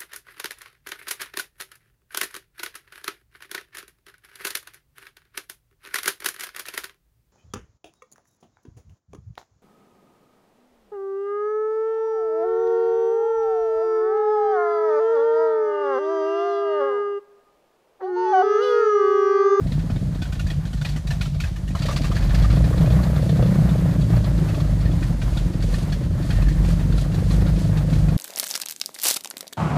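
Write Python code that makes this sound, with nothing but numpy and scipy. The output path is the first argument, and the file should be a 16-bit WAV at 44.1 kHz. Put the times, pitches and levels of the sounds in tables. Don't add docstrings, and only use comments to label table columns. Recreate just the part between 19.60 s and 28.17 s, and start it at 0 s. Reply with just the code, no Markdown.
import sys
import numpy as np
from scipy import signal
from scipy.fft import next_fast_len
from scipy.io import wavfile
from scipy.ndimage import uniform_filter1d

SR = 44100
rng = np.random.default_rng(int(sys.argv[2]) if len(sys.argv) > 2 else 0)


def output_pcm(signal):
    pcm = np.clip(np.atleast_2d(signal).T, -1, 1) * 32767
    wavfile.write(sys.argv[1], SR, np.round(pcm).astype(np.int16))


N = 377937
TIME = np.arange(N) / SR

# t/s, speed/(turns/s)
CRANK_SPEED = [(0, 16.4), (.4, 16.3), (.8, 13.25), (2.12, 12.8), (2.3, 16.5), (2.6, 20.7), (2.8, 24.74),
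               (3, 28.62), (3.3, 31.47), (3.6, 30.46), (4, 30.7), (4.3, 28.76), (4.6, 28.24), (5, 25.92),
               (5.4, 23.61), (6, 21.6), (6.6, 21.3), (7.05, 23.77), (7.5, 24.4), (7.95, 26.06),
               (8.25, 25.68), (8.57, 24.9)]
CYLINDERS_DB = [-8, -10, -9, -10, -3.5, -8, -7.5, -8]
# multiple of crank speed, level at cruise/dB, slope/(dB/doubling)
DRONE_PARTIALS = [(2.75, -5, 0), (4.75, -5, -3), (5, -6, 19), (5.25, -7, 8), (5.5, -6, 9), (8, -2.5, 8),
                  (9, -1, 0), (10, -2, -2), (11, 0, 4), (12, 1, 5), (14, 0, 20)]
# t/s, sixth level/dB, seventh level/dB
FIRING_NOTES = [(2.4, -40, -42), (3.05, -31, -44), (3.35, -31, -41), (3.9, -22.5, -32), (4.3, -24.5, -35),
                (4.9, -26, -36), (5.5, -29, -31), (6.3, -35, -31), (6.8, -28, -25.5), (7.1, -27, -26.5),
                (7.35, -29, -33), (7.8, -22.5, -26), (8.57, -22, -28.5)]
# t/s, gain/dB
RASP_RIDE = [(2.8, -1), (3.3, 0.5), (3.9, 1), (4.3, -0.5), (4.7, -1.5), (5.8, -1.5), (6.8, -1)]
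# start/s, end/s, level/dB
BURBLES = [(0.066, 0.23, -26), (0.402, 0.512, -27.5), (0.878, 1.067, -24), (1.164, 1.41, -24.5),
           (1.475, 1.584, -23.5), (1.648, 1.826, -24.5), (2.194, 2.3, -23.5)]
# t/s, level/dB
PUTTS = [(.01, -31), (.119, -28), (.18, -30), (.24, -31), (.302, -27.5), (0.361, -29.5), (.49, -38),
         (.555, -36), (.621, -31), (1.134, -39), (1.361, -31), (2.105, -33), (2.408, -27)]
# t/s, rough peak level/dB
POPS = [(2.25, -21), (2.288, -18), (2.969, -19), (3.236, -19), (3.273, -20), (3.332, -19), (3.694, -26),
        (3.79, -13), (3.824, -14), (4.15, -23), (4.57, -23), (4.978, -22), (6.786, -27)]
# t/s, length/s, level/dB
HEAVES = [(2.748, 0.75, -18.5), (6.716, 0.67, -22)]
# f/Hz, level/dB, t60/s
FRAME_MODES = [(660, -3, .09), (1180, -1, .08), (1250, -6, .06), (1480, -3, .07), (1630, -3, .07),
               (1783, 0, .1), (1890, -2, .08), (2240, -6, .05), (2500, -3, .06), (2750, -6, .05),
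               (3390, -4, .04), (3750, -4, .04), (4100, -3, .04), (4450, -3, .04), (4720, -5, .04),
               (5350, -10, .04)]
# t/s, clunk level/dB, clunk f/Hz, clack level/dB, clack f/Hz, tinkle level/dB
CLANKS = [(0.119, -47, 2020, -44.0, 4100, -55), (0.298, -46.5, 1450, -53, 2990, -67),
          (0.359, -50, 1630, -47.5, 3680, -60), (0.619, -41.5, 1510, -40, 3470, -50),
          (0.654, -45.5, 1520, -51, 3280, -59), (0.724, -43.5, 1510, -44.5, 2400, -51),
          (0.794, -40.5, 1440, -40.5, 2780, -48), (0.866, -46, 1730, -46, 4650, -51),
          (0.901, -40.5, 1920, -39.5, 3330, -50.5), (1.052, -49, 1610, -50.5, 3130, -55),
          (1.13, -48, 1440, -47, 3100, -52), (1.213, -40.5, 1460, -43.5, 3590, -50),
          (1.249, -37, 1920, -34.0, 2494, -47), (1.289, -50.5, 1740, -43.5, 4540, -49.5),
          (1.362, -43, 1960, -46.5, 2980, -49.5), (1.471, -47, 1820, -42.5, 3950, -49),
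          (1.506, -35, 1760, -38.5, 2580, -46), (1.611, -38.5, 1430, -34.5, 2500, -45),
          (1.654, -45, 1340, -45, 3070, -53.5), (1.802, -42.5, 1440, -36, 2535, -44.5),
          (1.838, -38.5, 1645, -40.5, 2540, -51), (1.96, -47.0, 1800, -50, 2930, -54),
          (2.078, -49, 1890, -49, 2900, -52), (2.151, -34.5, 1260, -44.5, 2960, -49),
          (2.221, -47, 1310, -38, 4730, -49), (2.256, -45, 1970, -42, 3050, -47),
          (2.285, -32, 1170, -42, 3500, -50), (2.309, -35, 1170, -47, 3630, -44.5),
          (2.362, -39, 1170, -35.5, 4660, -47), (2.444, -39, 1180, -42, 2730, -47),
          (2.517, -36.5, 1200, -45, 3030, -51), (2.565, -34.5, 1650, -42, 4350, -51),
          (2.705, -40, 1730, -47.5, 2300, -55.5), (2.744, -40, 1770, -43, 2610, -53),
          (2.843, -34, 1200, -48, 2690, -54), (2.902, -41, 1360, -42, 2280, -60),
          (3.04, -44, 1770, -46, 2450, -60), (3.128, -40, 1170, -56, 3240, -61),
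          (3.178, -50, 1360, -47, 4200, -60), (3.257, -46, 1630, -46, 2480, -56),
          (3.303, -50, 1480, -43.5, 2450, -55), (3.39, -36.5, 1130, -57, 2550, -60),
          (3.432, -54, 1630, -45.5, 4180, -56), (3.56, -43.5, 1640, -45, 3670, -57),
          (3.691, -44, 1770, -42, 3570, -53), (3.824, -42, 1250, -44.5, 3410, -56),
          (4.09, -50.5, 1460, -45.5, 3500, -56.5), (4.412, -50, 1240, -46, 3870, -58.0),
          (4.642, -44.5, 1130, -43, 4080, -61), (4.884, -42.5, 1770, -46.0, 2600, -63),
          (4.944, -43, 1150, -44.5, 2590, -53), (4.999, -42.5, 1160, -45, 4370, -55),
          (5.255, -50, 1780, -48, 4260, -62), (5.426, -40.5, 1760, -46, 2420, -60),
          (5.618, -41, 1510, -42.5, 2360, -50), (5.771, -42.5, 1430, -39, 3620, -51),
          (6.024, -46, 1600, -42.5, 4530, -49.5), (6.14, -38, 1800, -40, 4200, -50),
          (6.323, -40.5, 1690, -39.5, 4300, -48.5), (6.704, -37.5, 1660, -39, 3200, -53),
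          (6.821, -45, 1130, -43.5, 2580, -52), (6.884, -42, 1770, -44, 2200, -49),
          (7.322, -45, 1460, -46, 3570, -58.5), (7.38, -42.5, 1390, -43, 3900, -58),
          (7.544, -46.5, 1760, -45.5, 4000, -51), (7.707, -41.5, 1120, -42, 4100, -54),
          (7.865, -46, 1410, -45, 3800, -59.0), (8.171, -51, 1400, -42.5, 3700, -51),
          (8.328, -45, 1460, -43.5, 4080, -54), (8.485, -45.5, 1420, -45.5, 2500, -54)]
# centre/s, length/s, f/Hz, level/dB
RUBS = [(5.268, 0.032, 1795, -42.5), (6.82, 0.18, 1800, -44)]
# t/s, length/s, level/dB
CRUNCHES = [(2.186, .03, -39.5), (2.215, 0.036, -37), (2.257, 0.094, -38.5), (2.359, 0.035, -32),
            (2.414, .09, -38), (2.547, 0.055, -37), (2.6, 0.16, -44.5), (2.741, 0.055, -37.5),
            (2.793, .08, -41.5), (2.897, 0.054, -40.5)]
# centre/s, length/s, level/dB
SWISHES = [(4.96, 0.12, -52), (5.452, 0.08, -48), (5.754, 0.14, -49), (6.152, 0.16, -44.5),
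           (6.714, 0.14, -47), (7.096, 0.11, -45), (7.404, 0.069, -43.5), (7.728, 0.089, -43.5),
           (8.02, 0.11, -46.5), (8.36, 0.096, -47.5)]

# f/Hz, level/dB
PIPE_EQ = [(40, -30), (70, -12), (95, -4), (113, -1.5), (130, -3.5), (148, 0), (165, 0), (180, -2.5),
           (205, -13), (250, -19), (310, -24), (390, -35), (900, -70), (2500, -110)]
CHUFF_EQ = [(130, -23), (230, 0.5), (310, 0.5), (390, -13), (550, -14), (1500, -83.5)]
RASP_EQ = [(280, -21.5), (400, -2.5), (480, 3.5), (600, 9), (700, -1), (850, -17.5), (1300, -17),
           (3000, -52), (9000, -94)]
THROAT_EQ = [(50, -31), (100, 3), (150, -4.5), (200, 3), (250, 4.5), (300, -5), (380, -25), (560, -15),
             (680, -16.5), (900, -27), (2000, -60)]
# f/Hz, level/dB
ROAR_EQ = [(300, 3.5), (700, 5.5), (1000, 2.5), (1180, 2), (1400, 0), (1800, -0.5), (2200, -5.5),
           (3000, -13.5), (4400, -16.5), (6000, -19.5), (12000, -20.5)]
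HISS_EQ = [(1200, -6), (3000, 1), (4500, 2.5), (5500, -2), (6600, -1), (8000, -4), (11000, -7),
           (13000, -16), (15000, -22)]
FIZZ_EQ = [(4000, -44), (8000, -6), (11500, 9), (15000, -9)]
# f/Hz, level/dB
CLUNK_EQ = [(300, -18), (680, 1.5), (900, -5.5), (1200, -8), (1900, -4.5), (2300, -14.5), (5000, -49.5)]
CLACK_EQ = [(1500, -25.5), (2300, -2.5), (3300, 1), (4600, -1), (5400, -8), (8000, -37)]
TINKLE_EQ = [(4000, -23.5), (5800, 2.5), (7000, 1), (9000, -6), (15000, -14.5)]
# f/Hz, level/dB
HULL_EQ = [(10, -60), (28, -30), (36, -16), (44, 0), (55, -3), (72, -8), (100, -8.5), (170, -40),
           (600, -100)]
REEDS_EQ = [(700, -14), (1200, -1), (1900, 1.5), (2600, -0.5), (3400, -2), (4600, 2.5), (5500, -6.5),
            (7500, -11), (14000, -26)]

IDLE, CRUISE = 13, 25
BITE, BITE_RANGE = 17.48, 6.6
# at cruise/dB, slope/(dB/doubling of speed), boost/(dB per unit of surge), random swing/dB
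BOOM, DRONE = (-25, 9, 2.5, -0.1), (-27.5, 12, 0, .6)
CHUFF, RASP = (-35.5, 0, 0.5, 1.84), (-42.5, 18, 1, .9)
BLADES, BLADE_OCTAVE, SHUDDER = (-23.5, -5.5, 2, 3.5), (-29, 19, 1.5, 1.8), (-26.5, -5.5, 3.5, 2.5)
ROAR, HISS = (-42, 10, 2, 1.8), (-50, 6, 1, .7)
# at idle/dB, slope/(dB/doubling of speed)
IDLE_BOOM, IDLE_CHUFF, IDLE_RASP, IDLE_SHUDDER = (-29, 16), (-49, 22), (-54, 23), (-26, 0)


def exhaust(speed, turn, load, surge):
    ragged = steadied(colour(firings(turn, evenness=0.24), PIPE_EQ), 0.051)
    doublings = np.log2(speed / CRUISE)
    drone = sum(amp(db + slope * doublings) * response(PIPE_EQ, k * speed) * tone(turn, k, waver=.15)
                for k, db, slope in DRONE_PARTIALS)
    sixth_db, seventh_db = curves(FIRING_NOTES)
    sixth = amp(sixth_db) * tone(turn, order=6, waver=.18)
    seventh = amp(seventh_db) * tone(turn, order=7, waver=.25)
    boom = ragged * blend(loping(IDLE_BOOM, speed), level(BOOM, speed, surge), load)
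    return boom + load * (level(DRONE, speed, surge) * drone + sixth + seventh)


def firings(turn, evenness):
    stroke = np.floor(turn * 4).astype(int)
    at = np.flatnonzero(np.diff(stroke)) + 1
    burn = evenness + rng.uniform(-1.6, 1.6, N)[:len(at)]
    pulses = np.zeros(N)
    pulses[at] = amp(np.take(CYLINDERS_DB, stroke[at], mode="wrap")) * burn
    return pulses


def putter(speed, turn, load, surge):
    chuff = puffs(turn, CHUFF_EQ, sharpness=3.4 - load, bed=.15 + .3 * load, scatter_db=2.4)
    rasp_bed = np.interp(speed, (24, 30), (.36, .15))
    rasp = puffs(turn, RASP_EQ, sharpness=4.2, bed=rasp_bed, scatter_db=.7)
    ride_db, = curves(RASP_RIDE)
    chuff *= blend(loping(IDLE_CHUFF, speed), level(CHUFF, speed, surge), load)
    rasp *= blend(loping(IDLE_RASP, speed), level(RASP, speed, surge), load)
    return chuff + amp(ride_db) * rasp


def puffs(turn, eq, sharpness, bed, scatter_db, likeness=.5):
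    strength = amp(scatter_db * np.clip(rng.standard_normal(N), -2, 2))[np.round(turn).astype(int)]
    envelope = bed + strength * np.exp(sharpness * (np.cos(2 * np.pi * turn) - 1))
    grains_per_turn = 1024
    noise = rng.standard_normal((int(turn[-1]) + 1, grains_per_turn))
    eddies = signal.lfilter([1], [1, -likeness], noise, axis=0).ravel()
    gas = steadied(colour(eddies[(turn * grains_per_turn).astype(int)], eq), .008)
    return steadied(envelope * gas, 0.096)


def burbles(turn, from_hz=130, to_hz=157):
    gas, out = colour(firings(turn, evenness=0.13), PIPE_EQ), np.zeros(N)
    for start, end, db in BURBLES:
        part = gas[(TIME > start) & (TIME < end)]
        glide_hz = np.linspace(from_hz, to_hz, len(part))
        ring = steadied(resonate(part, glide_hz, width_hz=0.58), 0.088)
        add(out, start, amp(db) * ring * signal.windows.tukey(len(part), .5))
    return out


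def putts():
    t, out = np.arange(SR // 8) / SR, np.zeros(N)
    knock = colour(1. * (t == 0), THROAT_EQ)
    for start, db in PUTTS:
        add(out, start, amp(db) * knock / knock[t < .02].std())
    return out


def pops(attack_s=0.0015, t60_s=0.06, crest_db=5):
    t, out = np.arange(SR // 8) / SR, np.zeros(N)
    envelope = np.minimum(t / attack_s, 1) * amp(-60 * t / t60_s)
    for start, db in POPS:
        gas = steadied(colour(rng.standard_normal(len(t)), RASP_EQ), 0.024)
        add(out, start, amp(db - crest_db) * envelope * gas)
    return out


def propeller(speed, turn, load, surge):
    shudder = steadied(colour(firings(turn, evenness=0.36), HULL_EQ), 0.061)
    beat = tone(turn, order=2, waver=.12)
    octave = level(BLADE_OCTAVE, speed, surge) * tone(turn, order=4, waver=.22)
    shudder_gain = blend(loping(IDLE_SHUDDER, speed), level(SHUDDER, speed, surge), load)
    throb = level(BLADES, speed, surge) * beat + load * octave
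    return load * throb + shudder_gain * shudder + heaves(beat, shudder)


def heaves(beat, shudder, beat_share=0.73):
    rumble = beat_share * beat + (1 - beat_share) * shudder
    return rumble * bursts(HEAVES, ramp_s=0.06, decay_db=-15)


def wash(speed, turn, surge, chop=0.027):
    flutter = wander(35)
    beat = 1 + chop * np.cos(2 * np.pi * 2 * turn)
    roar = unit(colour(rng.standard_normal(N) * beat, ROAR_EQ)) * level(ROAR, speed, surge)
    hiss = unit(colour(rng.standard_normal(N), HISS_EQ)) * level(HISS, speed, surge)
    fizz = unit(colour(rng.standard_normal(N), FIZZ_EQ)) * amp(-59 + 2.6 * (speed - speed.max()))
    return roar * amp(1.26 * flutter) + hiss * amp(0.36 * flutter) + fizz * beat


def rattle(load, surge, jingles_per_s=7, surge_jingles_per_s=8):
    hits = clanks(CLANKS, tube_db=-.5)
    due = np.cumsum(jingles_per_s + surge_jingles_per_s * surge) / SR
    shake_db = -52.5 + 2.5 * load + 3.5 * surge
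    balance_db = np.array((-0.87, -1, -11))
    low_modes, high_modes = np.array_split(np.transpose(FRAME_MODES)[0], 2)
    jingles = []
    for k, (late, strength, low, high) in enumerate(rng.random((int(due[-1]), 4))):
        at = np.searchsorted(due, k + late)
        clunk_db, clack_db, tinkle_db = shake_db[at] + 3.6 * strength + balance_db
        clunk_hz = low_modes[int(low * len(low_modes))]
        clack_hz = high_modes[int(high * len(high_modes))]
        jingles.append((at / SR, clunk_db, clunk_hz, clack_db, clack_hz, tinkle_db))
    return hits + clanks(jingles, tube_db=-12)


def clanks(rows, tube_db, frame_db=-1, tube_width_hz=65, attack_s=.004, tinkle_attack_s=.005):
    t, out = np.arange(SR // 5) / SR, np.zeros(N)
    clunk, clack, tinkle = [colour(1. * (t == 0), eq) for eq in (CLUNK_EQ, CLACK_EQ, TINKLE_EQ)]
    hz, db, t60 = np.transpose(FRAME_MODES)[:, :, None]
    modes = amp(db - 60 * t / t60) * np.sin(2 * np.pi * hz * t)
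    decay = amp(-60 * t / .105) + amp(-8.5 - 60 * t / .5)
    contact = t * np.exp(-t / attack_s)

    def through(x, ring):
        x = signal.fftconvolve(x, ring)[:len(t)]
        return x / x[t < .03].std()

    for start, clunk_db, clunk_hz, clack_db, clack_hz, tinkle_db in rows:
        grit, blow = rng.standard_normal((2, len(t))) * (decay, contact)
        frame = through(blow, rng.standard_normal(len(modes)) @ modes)
        sound = amp(tinkle_db) * through(grit * (1 - np.exp(-t / tinkle_attack_s)), tinkle)
        for body, level_db, tube_hz in ((clunk, clunk_db, clunk_hz), (clack, clack_db, clack_hz)):
            tube = through(blow, np.exp(-np.pi * tube_width_hz * t) * np.sin(2 * np.pi * tube_hz * t))
            singing_db = 10 * max(np.log2(2200 / tube_hz), 0)
            chatter = through(grit * (1 - np.exp(-t / attack_s)), body)
            hit = chatter + amp(frame_db) * through(frame, body) + amp(tube_db + singing_db) * tube
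            sound += amp(level_db) * through(hit, [1])
        add(out, start - attack_s / 2, sound)
    return out


def rubs(grain_db=3):
    grit = rng.standard_normal(N) * amp(grain_db * wander(67))
    return sum(amp(db) * swell(centre, length) * unit(resonate(grit, np.full(N, hz), width_hz=75))
               for centre, length, hz, db in RUBS)


def crunches(grain_db=3):
    grit = rng.standard_normal(N) * amp(grain_db * wander(160))
    return unit(colour(grit, REEDS_EQ)) * bursts(CRUNCHES, ramp_s=.006, decay_db=-7)


def swishes(grain_db=2):
    hiss = unit(colour(rng.standard_normal(N), HISS_EQ)) * amp(grain_db * wander(90))
    return hiss * sum(amp(db) * swell(centre, length) for centre, length, db in SWISHES)


def surging(speed, lag_s=.07):
    keep = np.exp(-1 / (lag_s * SR))
    climb = np.maximum(np.gradient(np.log2(speed)) * SR, 0)
    return signal.lfilter([1 - keep], [1, -keep], climb)


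def level(law, speed, surge):
    cruise_db, speed_db, surge_db, swing_db = law
    return amp(cruise_db + speed_db * np.log2(speed / CRUISE) + surge_db * surge + swing_db * wander(9))


def loping(law, speed, swing_db=1.5):
    idle_db, speed_db = law
    return amp(idle_db + speed_db * np.log2(np.minimum(speed, BITE) / IDLE) + swing_db * wander(10))


def blend(idling, pulling, load):
    return np.sqrt((1 - load) * idling ** 2 + load * pulling ** 2)


def bursts(rows, ramp_s, decay_db):
    envelope = np.zeros(N)
    for start, length, db in rows:
        age = np.clip(TIME - start, 0, length)
        gate = np.minimum(np.minimum(age, length - age) / ramp_s, 1)
        envelope += gate * amp(db + decay_db * age / length)
    return envelope


def swell(centre_s, length_s):
    return np.exp(-2 * ((TIME - centre_s) / length_s) ** 2)


def tone(turn, order, waver):
    drift = 1 + waver * (wander(9) + 1j * wander(9.9))
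    return unit((drift * np.exp(2j * np.pi * (order * turn + rng.random()))).real)


def wander(top_hz):
    hz = np.geomspace(top_hz / 8, top_hz, num=24)[:, None]
    coarse = TIME[::128]
    waves = np.sin(2 * np.pi * (hz * coarse + rng.random(hz.shape)))
    return np.interp(TIME, coarse, unit(waves.sum(0)))


def resonate(x, hz, width_hz):
    spin = np.exp(2j * np.pi * np.cumsum(hz) / SR)
    pole = np.exp(-np.pi * width_hz / SR)
    return 2 * (spin * signal.lfilter([1 - pole], [1, -pole], x / spin)).real


def colour(x, eq):
    size = next_fast_len(len(x) + SR // 8)
    log_gain = np.log(response(eq, abs(np.fft.fftfreq(size, 1 / SR))))
    transfer = np.exp(np.conj(signal.hilbert(log_gain)))
    return np.fft.ifft(np.fft.fft(x, size) * transfer).real[:len(x)]


def response(eq, hz):
    f, db = np.transpose(eq)
    return amp(np.interp(np.log(hz + 1), np.log(f), db))


def steadied(x, span_s):
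    size = int(span_s * SR) + 1
    power = uniform_filter1d(uniform_filter1d(x ** 2, size), size)
    return x / np.sqrt(abs(power) + 1e-12)


def curves(rows):
    times, *columns = np.transpose(rows)
    return [np.interp(TIME, times, column) for column in columns]


def add(mix, start_s, sound):
    part = mix[max(round(start_s * SR), 0):][:len(sound)]
    part += sound[:len(part)]


def amp(db):
    return 10 ** (np.asarray(db) / 20)


def unit(x):
    return x / np.sqrt(np.mean(x ** 2) + 1e-20)


def scene():
    speed, = curves(CRANK_SPEED)
    turn, surge = np.cumsum(speed) / SR, surging(speed)
    load = np.clip((speed - BITE) / BITE_RANGE, 0, 1)
    engine = exhaust(speed, turn, load, surge) + burbles(turn)
    engine += putter(speed, turn, load, surge) + putts() + pops()
    air = propeller(speed, turn, load, surge) + wash(speed, turn, surge)
    return (engine + air + swishes() + crunches() + rattle(load, surge) + rubs())[None]


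def record(dry, fade_s=.004, cutoff_hz=15330):
    ends = np.minimum(np.minimum(TIME, TIME[::-1]) / fade_s, 1)
    high_cut = signal.firwin(1023, cutoff_hz, window=("kaiser", 9), fs=SR)
    return signal.oaconvolve(dry * ends, high_cut[None], "same")


dry = scene()
out = record(dry)
output_pcm(out)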